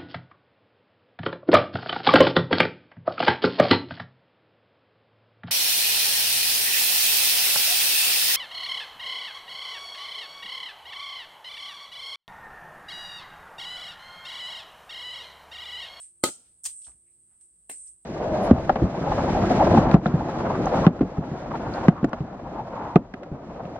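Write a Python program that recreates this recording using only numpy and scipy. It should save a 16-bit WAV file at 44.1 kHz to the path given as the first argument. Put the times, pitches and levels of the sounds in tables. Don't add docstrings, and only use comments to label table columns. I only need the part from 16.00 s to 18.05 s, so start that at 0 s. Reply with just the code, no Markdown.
import sys
import numpy as np
from scipy import signal
from scipy.fft import rfft, irfft
from scipy.io import wavfile

SR = 44100
rng = np.random.default_rng(int(sys.argv[2]) if len(sys.argv) > 2 else 0)


def wav_record(signal):
    frames = np.transpose(np.atleast_2d(signal))
    bounded = np.clip(frames, -1, 1)
    quanta = np.round(bounded * 32767).astype(np.int16)
    wavfile.write(sys.argv[1], SR, quanta)


N = 90404


def undb(db):
    return 10 ** (np.asarray(db) / 20)


def since(start):
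    return np.arange(N) / SR - start


def pan(x, db):
    return x * undb(np.array([[1], [-1]]) * db / 2)


def shaped(gain_at, wide_hz, spread=1.1):
    hz = np.arange(N // 2 + 1) * SR / N + 1
    mid, side = rfft(rng.standard_normal((2, N))) * gain_at(hz)
    width = .08 + spread / (1 + (wide_hz / hz) ** 5)
    stereo = irfft(mid + side * width * np.array([[1], [-1]]), N)
    return stereo / np.sqrt(np.mean(stereo ** 2))


def noise(colour, wide_hz, spread=.98):
    hz, db = np.array(colour).T
    return shaped(lambda f: undb(np.interp(np.log(f), np.log(hz), db)), wide_hz, spread)


def band(centre_hz, octaves, wide_hz):
    return shaped(lambda f: np.exp(-.5 * (np.log2(f / centre_hz) / octaves) ** 2), wide_hz)


def burst(peak_s, rise, t60, hold=0):
    t = since(peak_s)
    return np.exp(-(np.minimum(t, 0) / rise) ** 2 - np.log(1000) * np.maximum(t - hold, 0) / t60)


def air():
    # (frequency [Hz], relative level [dB])
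    rumble_colour = [(20, -23.5), (40, -6.5), (58, 4), (85, -2.5), (170, -3.5), (260, -15), (355, -10.5),
                     (450, -17), (900, -22.5), (2500, -28.5), (6000, -28.5), (16000, -33.5)]
    # (frequency [Hz], level [dB])
    hum_tones = [(58, -81.5), (117, -88), (169, -90.5), (233, -93.5), (292, -94.5), (351, -87), (471, -99)]
    rumble = undb(-78) * noise(rumble_colour, wide_hz=800)
    hum = sum(undb(db) * band(hz, octaves=2 / hz, wide_hz=900) for hz, db in hum_tones)
    return rumble + hum


def insects():
    # (frequency [Hz], relative level [dB])
    closed_colour = [(3000, -61), (6500, -40), (7300, -21.5), (8000, -2.5), (8600, 1), (9000, -7),
                     (9450, -19), (10300, -16.5), (11400, -42), (16000, -42.5)]
    # (frequency [Hz], relative level [dB])
    open_colour = [(500, -49), (2500, -40), (4800, -42), (5500, -31), (7100, -23), (8000, -2), (8600, 4),
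                   (9050, -5.5), (9600, -26), (11000, -34), (12500, -52), (16000, -64)]
    # (start [s], length [s], level [dB])
    openings = [(-.03, 0.072, -42.5), (0.231, 0.083, -40), (0.633, 0.25, -41), (1.408, 0.028, -53.5),
                (1.692, 0.2, -41)]
    attack_s, sag_db_per_s, release_db_per_s = .0028, 17.5, 215.5
    gate = np.zeros(N)
    for start, length, db in openings:
        sag_db = sag_db_per_s * np.maximum(since(start), 0)
        release_db = release_db_per_s * np.maximum(since(start + length), 0)
        gate += undb(db - sag_db - release_db) * np.clip(since(start) / attack_s, 0, 1)
    turned_down = undb(-60.5) * noise(closed_colour, wide_hz=1000)
    let_through = gate * noise(open_colour, wide_hz=1005.5)
    return pan(turned_down, db=-2) + pan(let_through, db=-2.5)


def trees(start, db, t60):
    # (frequency [Hz], relative level [dB])
    echo_colour = [(60, 3), (250, 11), (700, 2.5), (1000, -4), (1320, -1.5), (1800, -10.5), (3200, -4),
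                   (6000, -3.5), (9000, -5.5), (15000, -20.5)]
    return undb(db) * noise(echo_colour, wide_hz=500) * burst(start + .03, .015, t60)


def fence(start, colour, db, t60, farthest_s, end_t60):
    envelope = burst(start + .004, .0014, t60) * burst(start, .0009, end_t60, hold=farthest_s)
    return undb(db) * noise(colour, wide_hz=470, spread=1.37) * envelope


def reflect(x, strength):
    # (left delay [s], right delay [s], relative level [dB])
    paths = [(.0012, .0011, -9), (.0036, .0039, -1), (.0056, .0054, -7.5), (0.0131, .0135, -17.5),
             (.019, .0192, -17.5)]
    direct = x * np.ones((2, 1))
    echoes = np.zeros((2, N))
    for left_s, right_s, db in paths:
        for channel, delay_s in enumerate((left_s, right_s)):
            echoes[channel] += undb(db) * np.roll(direct[channel], int(delay_s * SR))
    return direct + strength * echoes


def feet():
    # (time [s], level [dB], centre [Hz], width [octaves])
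    grit_ticks = [(0.8205, -53.5, 4810, 0.71), (.869, -52, 1010, 0.67), (0.869, -49, 3400, 1.26),
                  (0.8826, -55, 880, .6), (.917, -62, 1710, 0.75), (1.412, -61, 6340, 1.1)]
    # (time [s], level [dB])
    footfalls = [(0.492, -69), (0.676, -68.5), (.888, -60.5), (.935, -81)]
    # (frequency [Hz], relative level [dB])
    thud_colour = [(25, -24), (60, 6.5), (100, -7), (200, -11), (600, -23.5), (3000, -53)]
    # (time [s], level [dB], centre [Hz], width [octaves], rise [s], t60 [s])
    shoe_shuffles = [(.04, -68.5, 2980, 0.92, 0.036, 0.23), (.47, -71.5, 2600, 1.4, .03, 0.24),
                     (.848, -59, 3370, 0.23, 0.0064, 0.1), (0.851, -59, 6130, 0.27, 0.012, 0.23),
                     (1.075, -80, 2240, 0.24, 0.0097, .3), (1.125, -83.5, 4497, 0.8, .01, 0.22),
                     (1.324, -80.5, 1080, 0.9, 0.029, 0.35), (1.419, -83, 1500, 1.1, .025, 0.18),
                     (1.876, -60, 5900, 0.22, 0.0029, 0.081), (1.872, -74, 1480, 1.5, 0.0075, 0.068)]
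    ticks = np.zeros((2, N))
    for at, db, hz, octaves in grit_ticks:
        click_and_tail = burst(at, .00036, .0044) + undb(-12.5) * burst(at, .0018, .16)
        ticks += undb(db) * band(hz, octaves, wide_hz=3450) * click_and_tail
    steps = sum(undb(db) * burst(at, .021, .37) for at, db in footfalls)
    thuds = noise(thud_colour, wide_hz=700) * steps
    shuffles = sum(undb(db) * band(hz, octaves, wide_hz=2486) * burst(at, rise, t60)
                   for at, db, hz, octaves, rise, t60 in shoe_shuffles)
    soft_sole = signal.butter(3, 9000, fs=SR, output="sos")
    return signal.sosfilt(soft_sole, ticks) + thuds + shuffles


def scuffs():
    # (time [s], rise [s], t60 [s], level [dB])
    grips = [(0.6559, 0.0046, 0.067, -29.5), (0.0062, 0.018, 0.27, -63.5)]
    # (frequency [Hz], relative level [dB])
    sole_colour = [(300, -53), (560, -27), (850, -8), (1500, -11.5), (2300, -2.5), (3700, 0), (6000, 3),
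                   (8500, 14.5), (10500, -3.5), (16000, -17)]
    # (frequency [Hz], relative level [dB])
    brush_colour = [(500, -29.5), (4200, -20.5), (5600, -4), (8800, 1.5), (10500, -7), (16000, -17.5)]
    grain_samples, grain_db = 40, 2.5
    grit = undb(grain_db * np.repeat(rng.standard_normal(N // grain_samples + 1), grain_samples)[:N])
    envelope = sum(undb(db) * burst(at, rise, t60, hold=.006) for at, rise, t60, db in grips)
    rasp = noise(sole_colour, wide_hz=7994) * grit * envelope
    grip_s = grips[0][0]
    brush = undb(-36.5) * noise(brush_colour, wide_hz=4000) * burst(grip_s - .0135, .0019, .21)
    echo = undb(-42.5) * noise(sole_colour, wide_hz=603) * burst(grip_s + .037, .02, .15)
    return reflect(rasp, .91) + brush + echo


def push(start, half_width_s):
    u = since(start) / half_width_s - 2
    return (u ** 2 - 1) * np.exp(-u ** 2 / 2) * (since(start) > 0)


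def ring(start, modes, contact_s, cut_hz):
    t = np.maximum(since(start), 0)
    onset = 1 - np.exp(-t / contact_s)
    tones = sum(undb(db) * np.sin(2 * np.pi * hz * t) * np.exp(-np.log(1000) * t / t60)
                for hz, db, t60 in modes)
    return signal.sosfilt(signal.butter(2, cut_hz, "high", fs=SR, output="sos"), onset * tones)


def knock():
    # (delay [s], relative level [dB])
    contacts = [(0, 0.5), (0.0147, -10), (.0184, -9.5)]
    # (frequency [Hz], relative level [dB], t60 [s])
    modes = [(290, -51.5, 0.11), (388.6, -40.5, 0.044), (673, -42, 0.045), (990, -62.5, 0.013),
             (1520, -48.5, 0.032), (2042, -46.5, 0.051), (2700, -45.5, 0.04), (4040, -45.5, 0.019)]
    # (frequency [Hz], relative level [dB])
    crack_colour = [(150, -25), (500, -6), (1300, -3), (2500, 4.5), (6000, -33), (8400, 7), (10500, 1),
                    (16000, -17)]
    # (frequency [Hz], relative level [dB])
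    fence_colour = [(100, -30), (190, -32), (290, 4), (750, -7), (1250, -14.5), (2200, -2.5), (3500, -11.5),
                    (6300, -6.5), (8400, 8), (10500, -5), (13000, -23), (16000, -20)]
    start = 1.6966
    chatter, body = np.zeros((2, N))
    for delay, db in contacts:
        at = start + delay
        chatter += undb(db) * burst(at + .00038, .00037, .013)
        pulse = undb(-40.5) * push(at, half_width_s=.00047)
        body += undb(db) * (pulse + ring(at, modes, contact_s=.00018, cut_hz=540))
    crack = undb(-34) * noise(crack_colour, wide_hz=4000) * chatter
    echoes = fence(start, fence_colour, db=-41.5, t60=.42, farthest_s=.035, end_t60=.25)
    echoes += trees(start, db=-70, t60=.41)
    return pan(reflect(crack, .8), db=-2) + reflect(body, .14) + echoes


def stroke():
    # (frequency [Hz], relative level [dB], t60 [s])
    modes = [(268.7, -25.5, .085), (359.5, -19.5, .05), (549, -21, 0.025), (875, -19.5, 0.034),
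             (1263, -20.5, 0.11), (1422, -20.5, .02), (2044, -16.5, 0.02), (3134, -30.5, .09),
             (4380, -24.5, 0.037), (5370, -37, 0.074), (7460, -26, 0.066), (8100, -20, 0.025)]
    # (frequency [Hz], relative level [dB])
    crack_colour = [(100, -11.5), (400, -20), (1000, 0), (2700, -8.5), (4400, -1), (6000, -9.5),
                    (8300, 6.5), (10500, -13), (16000, -18)]
    # (frequency [Hz], relative level [dB])
    hiss_colour = [(1500, -24.5), (3200, -11.5), (4500, -9.5), (5700, -3.5), (8500, 5), (10300, -8.5),
                   (12000, -19), (16000, -27)]
    # (frequency [Hz], relative level [dB])
    fence_colour = [(40, -23.5), (110, -10), (230, 7), (520, 0.5), (850, -4), (1080, -18), (1350, -4),
                    (1750, -15), (2100, -12.5), (2700, -13), (4300, -6.5), (6000, -22), (8300, -3.5),
                    (10500, -15), (16000, -26.5)]
    # (frequency [Hz], level [dB], t60 [s])
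    lingering_modes = [(1210, -46, 0.18), (1370, -59, 0.47), (3150, -55, .35), (4180, -51.5, .22)]
    start, far_fence_delay_s = .238, .0495
    snap = burst(start + .0003, .00017, .007, hold=.00067)
    crack = undb(-13) * noise(crack_colour, wide_hz=3680) * snap
    pulse = undb(-13) * push(start, half_width_s=.0006)
    body = pulse + ring(start, modes, contact_s=.0002, cut_hz=130)
    slap = undb(-23) * np.roll(body, int(far_fence_delay_s * SR))
    hiss = undb(-31.5) * noise(hiss_colour, wide_hz=1000) * burst(start + .018, .01, .29)
    echoes = sum(undb(db) * band(hz, octaves=.035, wide_hz=700) * burst(start + .013, .014, t60)
                 for hz, db, t60 in lingering_modes)
    echoes += fence(start, fence_colour, db=-24, t60=.22, farthest_s=.051, end_t60=.12)
    echoes += trees(start, db=-56, t60=.7)
    return pan(reflect(crack, .91), db=2.5) + reflect(body, .11) + slap + pan(echoes, db=1.5) + hiss


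def scene():
    return stroke() + knock() + scuffs() + feet() + insects() + air()


def record(dry):
    top_hz = 15900
    return signal.sosfilt(signal.ellip(10, .2, 80, top_hz, fs=SR, output="sos"), dry)


dry = scene()
out = record(dry)
wav_record(out)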